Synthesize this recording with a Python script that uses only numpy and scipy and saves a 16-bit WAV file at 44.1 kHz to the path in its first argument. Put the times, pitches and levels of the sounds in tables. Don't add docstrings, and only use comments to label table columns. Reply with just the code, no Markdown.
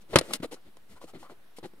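import sys
import numpy as np
from scipy import signal
from scipy.fft import rfft, irfft
from scipy.io import wavfile
from scipy.ndimage import uniform_filter1d

SR = 44100
rng = np.random.default_rng(int(sys.argv[2]) if len(sys.argv) > 2 else 0)


def master_out(mix):
    frames = np.transpose(np.atleast_2d(mix))
    ceiling = np.clip(frames, -1, 1)
    pcm = np.round(ceiling * 32767).astype(np.int16)
    wavfile.write(sys.argv[1], SR, pcm)


def magnitude_from_level(level_db):
    exponent = np.asarray(level_db, float) / 20
    return 10 ** exponent


N = 79380


def evened(x):
    return x / np.sqrt(np.mean(x ** 2) + 1e-20)


def read(points, hz):
    f, value = np.transpose(points)
    return np.interp(np.log(hz + 1), np.log(f + 1), value)


def add(mix, start_s, sound):
    part = mix[:, max(round(start_s * SR), 0):][:, :sound.shape[-1]]
    part += sound[..., :part.shape[1]]


# freq_hz, level_db (per Hz)
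AIR_SPECTRUM = [(30, -7), (120, 1.5), (500, -5), (1500, -10), (4000, -17), (7000, -24.5), (11000, -20.5),
                (16000, -25)]
# freq_hz, correlation
AIR_LIKENESS = [(60, -0.61), (380, 0.32), (2380, -0.0), (15000, 0.63)]
AIR_DB, PATCH_DB = -63, 1.2


def air():
    frames, hz = N // 256 + 5, np.fft.rfftfreq(1024, 1 / SR)
    a, b, c, d, patches = rng.standard_normal((frames, 513, 5)).T
    patches = uniform_filter1d(patches, 30, 0)
    patches = evened(uniform_filter1d(patches, 14, 1))
    same = np.clip(read(AIR_LIKENESS, hz), -1, 1)[:, None]
    left = a + 1j * b
    right = same * left + np.sqrt(1 - same ** 2) * (c + 1j * d)
    level_db = read(AIR_SPECTRUM, hz)[:, None] + PATCH_DB * patches
    z = np.array([left, right]) * magnitude_from_level(level_db) * (hz > 30)[:, None]
    tone = signal.istft(z, nperseg=1024, noverlap=768)[1][:, :N]
    return magnitude_from_level(AIR_DB) * evened(tone)


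def tail(t60_s, start_s):
    t = np.arange(SR // 2) / SR
    taps = rng.standard_normal((2, len(t))) * magnitude_from_level(-60 * t / t60_s) * (t > start_s)
    return taps / np.linalg.norm(taps[0])


# freq_hz, lead_rad
PORT_LEAD = [(100, 0.071), (500, 0.58), (1000, 0.48), (2000, 1.47), (4000, 1.84), (8000, 1.28),
             (16000, 0.61)]
# freq_hz, level_db
PORT_TILT = [(100, -0.5), (300, 6), (600, -1.5), (1200, 3.5), (2500, 3.5), (8000, 4), (14000, -2.5)]
NEAR_T60_S, NEAR_DB = 0.006, -13
ROOM_HZ, ROOM_T60_S, ROOM_DB = 2500, 0.27, -21.5


def ports(x):
    hz = np.fft.rfftfreq(N, 1 / SR)
    half = magnitude_from_level(read(PORT_TILT, hz) / 2) * np.exp(0.5j * read(PORT_LEAD, hz))
    direct = irfft(rfft(x) * np.array([half, 1 / half]), N)
    bright = signal.sosfilt(signal.butter(2, 900, "high", fs=SR, output="sos"), x)
    dull = signal.sosfilt(signal.butter(2, ROOM_HZ, fs=SR, output="sos"), x)
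    near = signal.fftconvolve(bright, tail(NEAR_T60_S, 0.0009), axes=1)[:, :N]
    far = signal.fftconvolve(dull, tail(ROOM_T60_S, 0.002), axes=1)[:, :N]
    return direct + magnitude_from_level(NEAR_DB) * near + magnitude_from_level(ROOM_DB) * far


# freq_hz, level_db, t60_s
LID_MODES = [(75, -10.5, 0.16), (169.56, 1, 0.071), (236.7, -1, 0.062), (320.8, 0.5, 0.05),
             (420, -4, 0.032), (500, 1, 0.035), (572, -2, 0.029), (700, -1.5, 0.025), (852, -6, 0.042),
             (1072, 1, 0.024), (1370, -8, .04), (1607, 0.5, 0.01), (1960, -25.5, 0.034), (2630, -10, 0.031)]
SPREAD_DB_PER_OCT2, PLACE_DB = 7.5, 4
DETUNE, CONTACT_S = 0.048, 0.001


def lid(centre_hz, chance, held):
    hz, db, t60_s = np.transpose(LID_MODES)[:, :, None]
    t = np.arange(6000) / SR
    detune, place, sign = chance[:, :, None]
    hz = hz * (1 + DETUNE * detune)
    db = db - SPREAD_DB_PER_OCT2 * np.log2(hz / centre_hz) ** 2 + PLACE_DB * place
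    modes = np.sign(sign) * magnitude_from_level(db - 60 * t / t60_s / held) * np.sin(2 * np.pi * hz * t)
    return modes.sum(0) * np.minimum(t / CONTACT_S, 1)


ALIKE = 0.6


def coloured(x, points, low_hz):
    pair = np.array([x[0], ALIKE * x[0] + np.sqrt(1 - ALIKE ** 2) * x[1]])
    hz = np.fft.rfftfreq(x.shape[1], 1 / SR)
    low_cut = 1 + (low_hz / (hz + 1)) ** 4
    return evened(irfft(rfft(pair) * magnitude_from_level(read(points, hz)) / low_cut, x.shape[1]))


# freq_hz, level_db (per Hz)
GRIT_SPECTRUM = [(700, -4), (1200, 0), (2000, -2), (3000, -5), (4300, -5), (5600, -20), (8000, -36),
                 (16000, -50)]


def rattle(noise):
    return coloured(noise, GRIT_SPECTRUM, low_hz=700)


# freq_hz, level_db (per Hz)
HISS_SPECTRUM = [(1500, 0), (2400, 2.5), (4300, 0.5), (6500, -2.5), (9400, -0.5), (11500, -8.5),
                 (13000, -9), (16000, -17.5)]
# start_s, length_s, lid_db, hiss_db, centre_hz
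RUB_EVENTS = [(0., 0.044, -61.5, -64, 220), (.08, 0.16, -45, -54, 373.4), (.129, .028, -29.5, -54, 580),
              (.163, 0.032, -29, -65.5, 700), (.2, 0.14, -50, -55, 500), (.27, 0.11, -41.5, -51.5, 450),
              (.322, 0.058, -45.5, -37, 500), (.42, 0.049, -32.5, -47, 468), (.508, 0.049, -41, -47.5, 420),
              (.55, 0.051, -60.5, -83, 700), (.64, .08, -57, -73, 350), (.88, 0.095, -56.5, -62, 278),
              (.95, 0.052, -57, -65, 1100), (1.005, .05, -52, -57.5, 700), (1.065, 0.065, -57, -58, 900),
              (1.128, 0.069, -45.5, -66.5, 324), (1.175, 0.092, -57, -60, 250),
              (1.21, 0.088, -53, -66, 860), (1.285, 0.065, -50, -64, 556), (1.51, 0.019, -70, -94, 590),
              (1.56, .035, -70, -54, 900), (1.625, 0.052, -39.5, -59, 473), (1.77, .04, -65, -75, 296),
              (.89, .09, -58, -80, 91.4)]
SLIPS_PER_S, SLIP_SIZE_DB, HISS_GRAIN_DB = 2500, 1.5, 1.8
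RUB_PEAK = 0.4
HELD, RUB_GRIT_DB = 0.6, -10


def rubs():
    out = np.zeros((2, N))
    chance = rng.standard_normal((30, 3, len(LID_MODES)))
    draws = rng.random((30, 3, 8192))
    noise = rng.standard_normal((30, 2, 2, 8192))
    for k, (start_s, length_s, lid_db, hiss_db, centre_hz) in enumerate(RUB_EVENTS):
        u = np.clip(np.arange(8192) / SR / length_s, 0, 1)
        press = np.sin(np.pi * u ** (np.log(0.5) / np.log(RUB_PEAK))) ** 2
        size = -np.log(draws[k, 1] + 1e-3)
        slipping = draws[k, 0] < SLIPS_PER_S / SR
        slips = slipping * np.sign(draws[k, 2] - 0.5) * magnitude_from_level(SLIP_SIZE_DB * size)
        body = signal.fftconvolve(slips * press, lid(centre_hz, chance[k], HELD))[:8192]
        body = body / np.sqrt(np.sum(body ** 2) / np.sum(press ** 2))
        grain = magnitude_from_level(HISS_GRAIN_DB * size)
        hiss = magnitude_from_level(hiss_db) * coloured(noise[k, 0] * grain, HISS_SPECTRUM, low_hz=1190)
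        grit = magnitude_from_level(lid_db + RUB_GRIT_DB) * rattle(noise[k, 1] * grain)
        add(out, start_s, magnitude_from_level(lid_db) * body + (hiss + grit) * press)
    return out


# freq_hz, level_db (per Hz)
CRACK_SPECTRUM = [(1000, -7), (2000, -5), (4200, 0), (6200, -5.5), (9200, -5), (11000, -5), (13000, -26.5),
                  (16000, -28)]
# start_s, thud_db, crack_db, crack_t60_s, centre_hz
KNOCK_EVENTS = [(.039, -64.5, -86, 0.0095, 500), (.1315, -35, -50, 0.011, 573),
                (.1573, -12.5, -15.5, 0.046, 561), (.186, -28.5, -12, 0.025, 700),
                (.211, -30.5, -34.5, 0.022, 550), (.308, -39.5, -45.5, 0.034, 600),
                (.3345, -40, -19.5, 0.038, 900), (.401, -39.5, -60, 0.053, 226),
                (.457, -60, -46.5, 0.021, 500), (.769, -56.5, -49.5, .02, 700),
                (1.015, -49, -62, 0.019, 900), (1.040, -42.5, -56, 0.09, 378),
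                (1.229, -48, -60, 0.047, 900), (1.297, -49.5, -73, 0.018, 1070),
                (1.585, -43.5, -48, 0.038, 540), (1.655, -50.5, -54.5, 0.094, 500),
                (1.735, -53.5, -64.5, .02, 350), (.158, -17.5, -58, .03, 172.3),
                (1.629, -48, -65, 0.034, 420), (1.135, -50, -77, .03, 500), (.519, -62, -49.5, .03, 408),
                (.540, -49, -46, 0.073, 400), (1.041, -54.5, -77, 0.038, 80.3),
                (.1865, -34.5, -43, .03, 158)]
CRACK_RISE_S, GRIT_T60_S, KNOCK_GRIT_DB = 0.0012, 0.054, 2.5
GRIT_DB_PER_OCT, GRIT_DB_PER_DB = 2.5, 0.52


def knocks():
    out, t = np.zeros((2, N)), np.arange(6000) / SR
    chance = rng.standard_normal((30, 3, len(LID_MODES)))
    noise = rng.standard_normal((30, 2, 2, 6000))
    rise = np.minimum(t / CRACK_RISE_S, 1)
    for k, (start_s, thud_db, crack_db, crack_t60_s, centre_hz) in enumerate(KNOCK_EVENTS):
        ring = lid(centre_hz, chance[k], 0.98)
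        thud = magnitude_from_level(thud_db) * ring / np.sqrt(np.mean(ring[:400] ** 2))
        crack = coloured(noise[k, 0], CRACK_SPECTRUM, low_hz=900) * magnitude_from_level(crack_db - 60 * t / crack_t60_s)
        grit_db = thud_db + GRIT_DB_PER_DB * (thud_db + 13) + KNOCK_GRIT_DB
        grit_db = grit_db + GRIT_DB_PER_OCT * np.log2(centre_hz / 500)
        grit = rattle(noise[k, 1]) * magnitude_from_level(grit_db - 60 * t / GRIT_T60_S)
        add(out, start_s, thud + (crack + grit) * rise)
    return out


def scene():
    return ports(knocks() + rubs()) + air()


def low_pass(x):
    return signal.sosfilt(signal.butter(12, 16430, fs=SR, output="sos"), x)


EDGE_HZ, OFFSET = 15800, -0.0033


def record(dry):
    lowpass = signal.firwin(255, EDGE_HZ, fs=SR)
    band = signal.oaconvolve(np.clip(dry, -1, 1), lowpass[None], "same")
    return low_pass(band + OFFSET)


dry = scene()
out = record(dry)
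master_out(out)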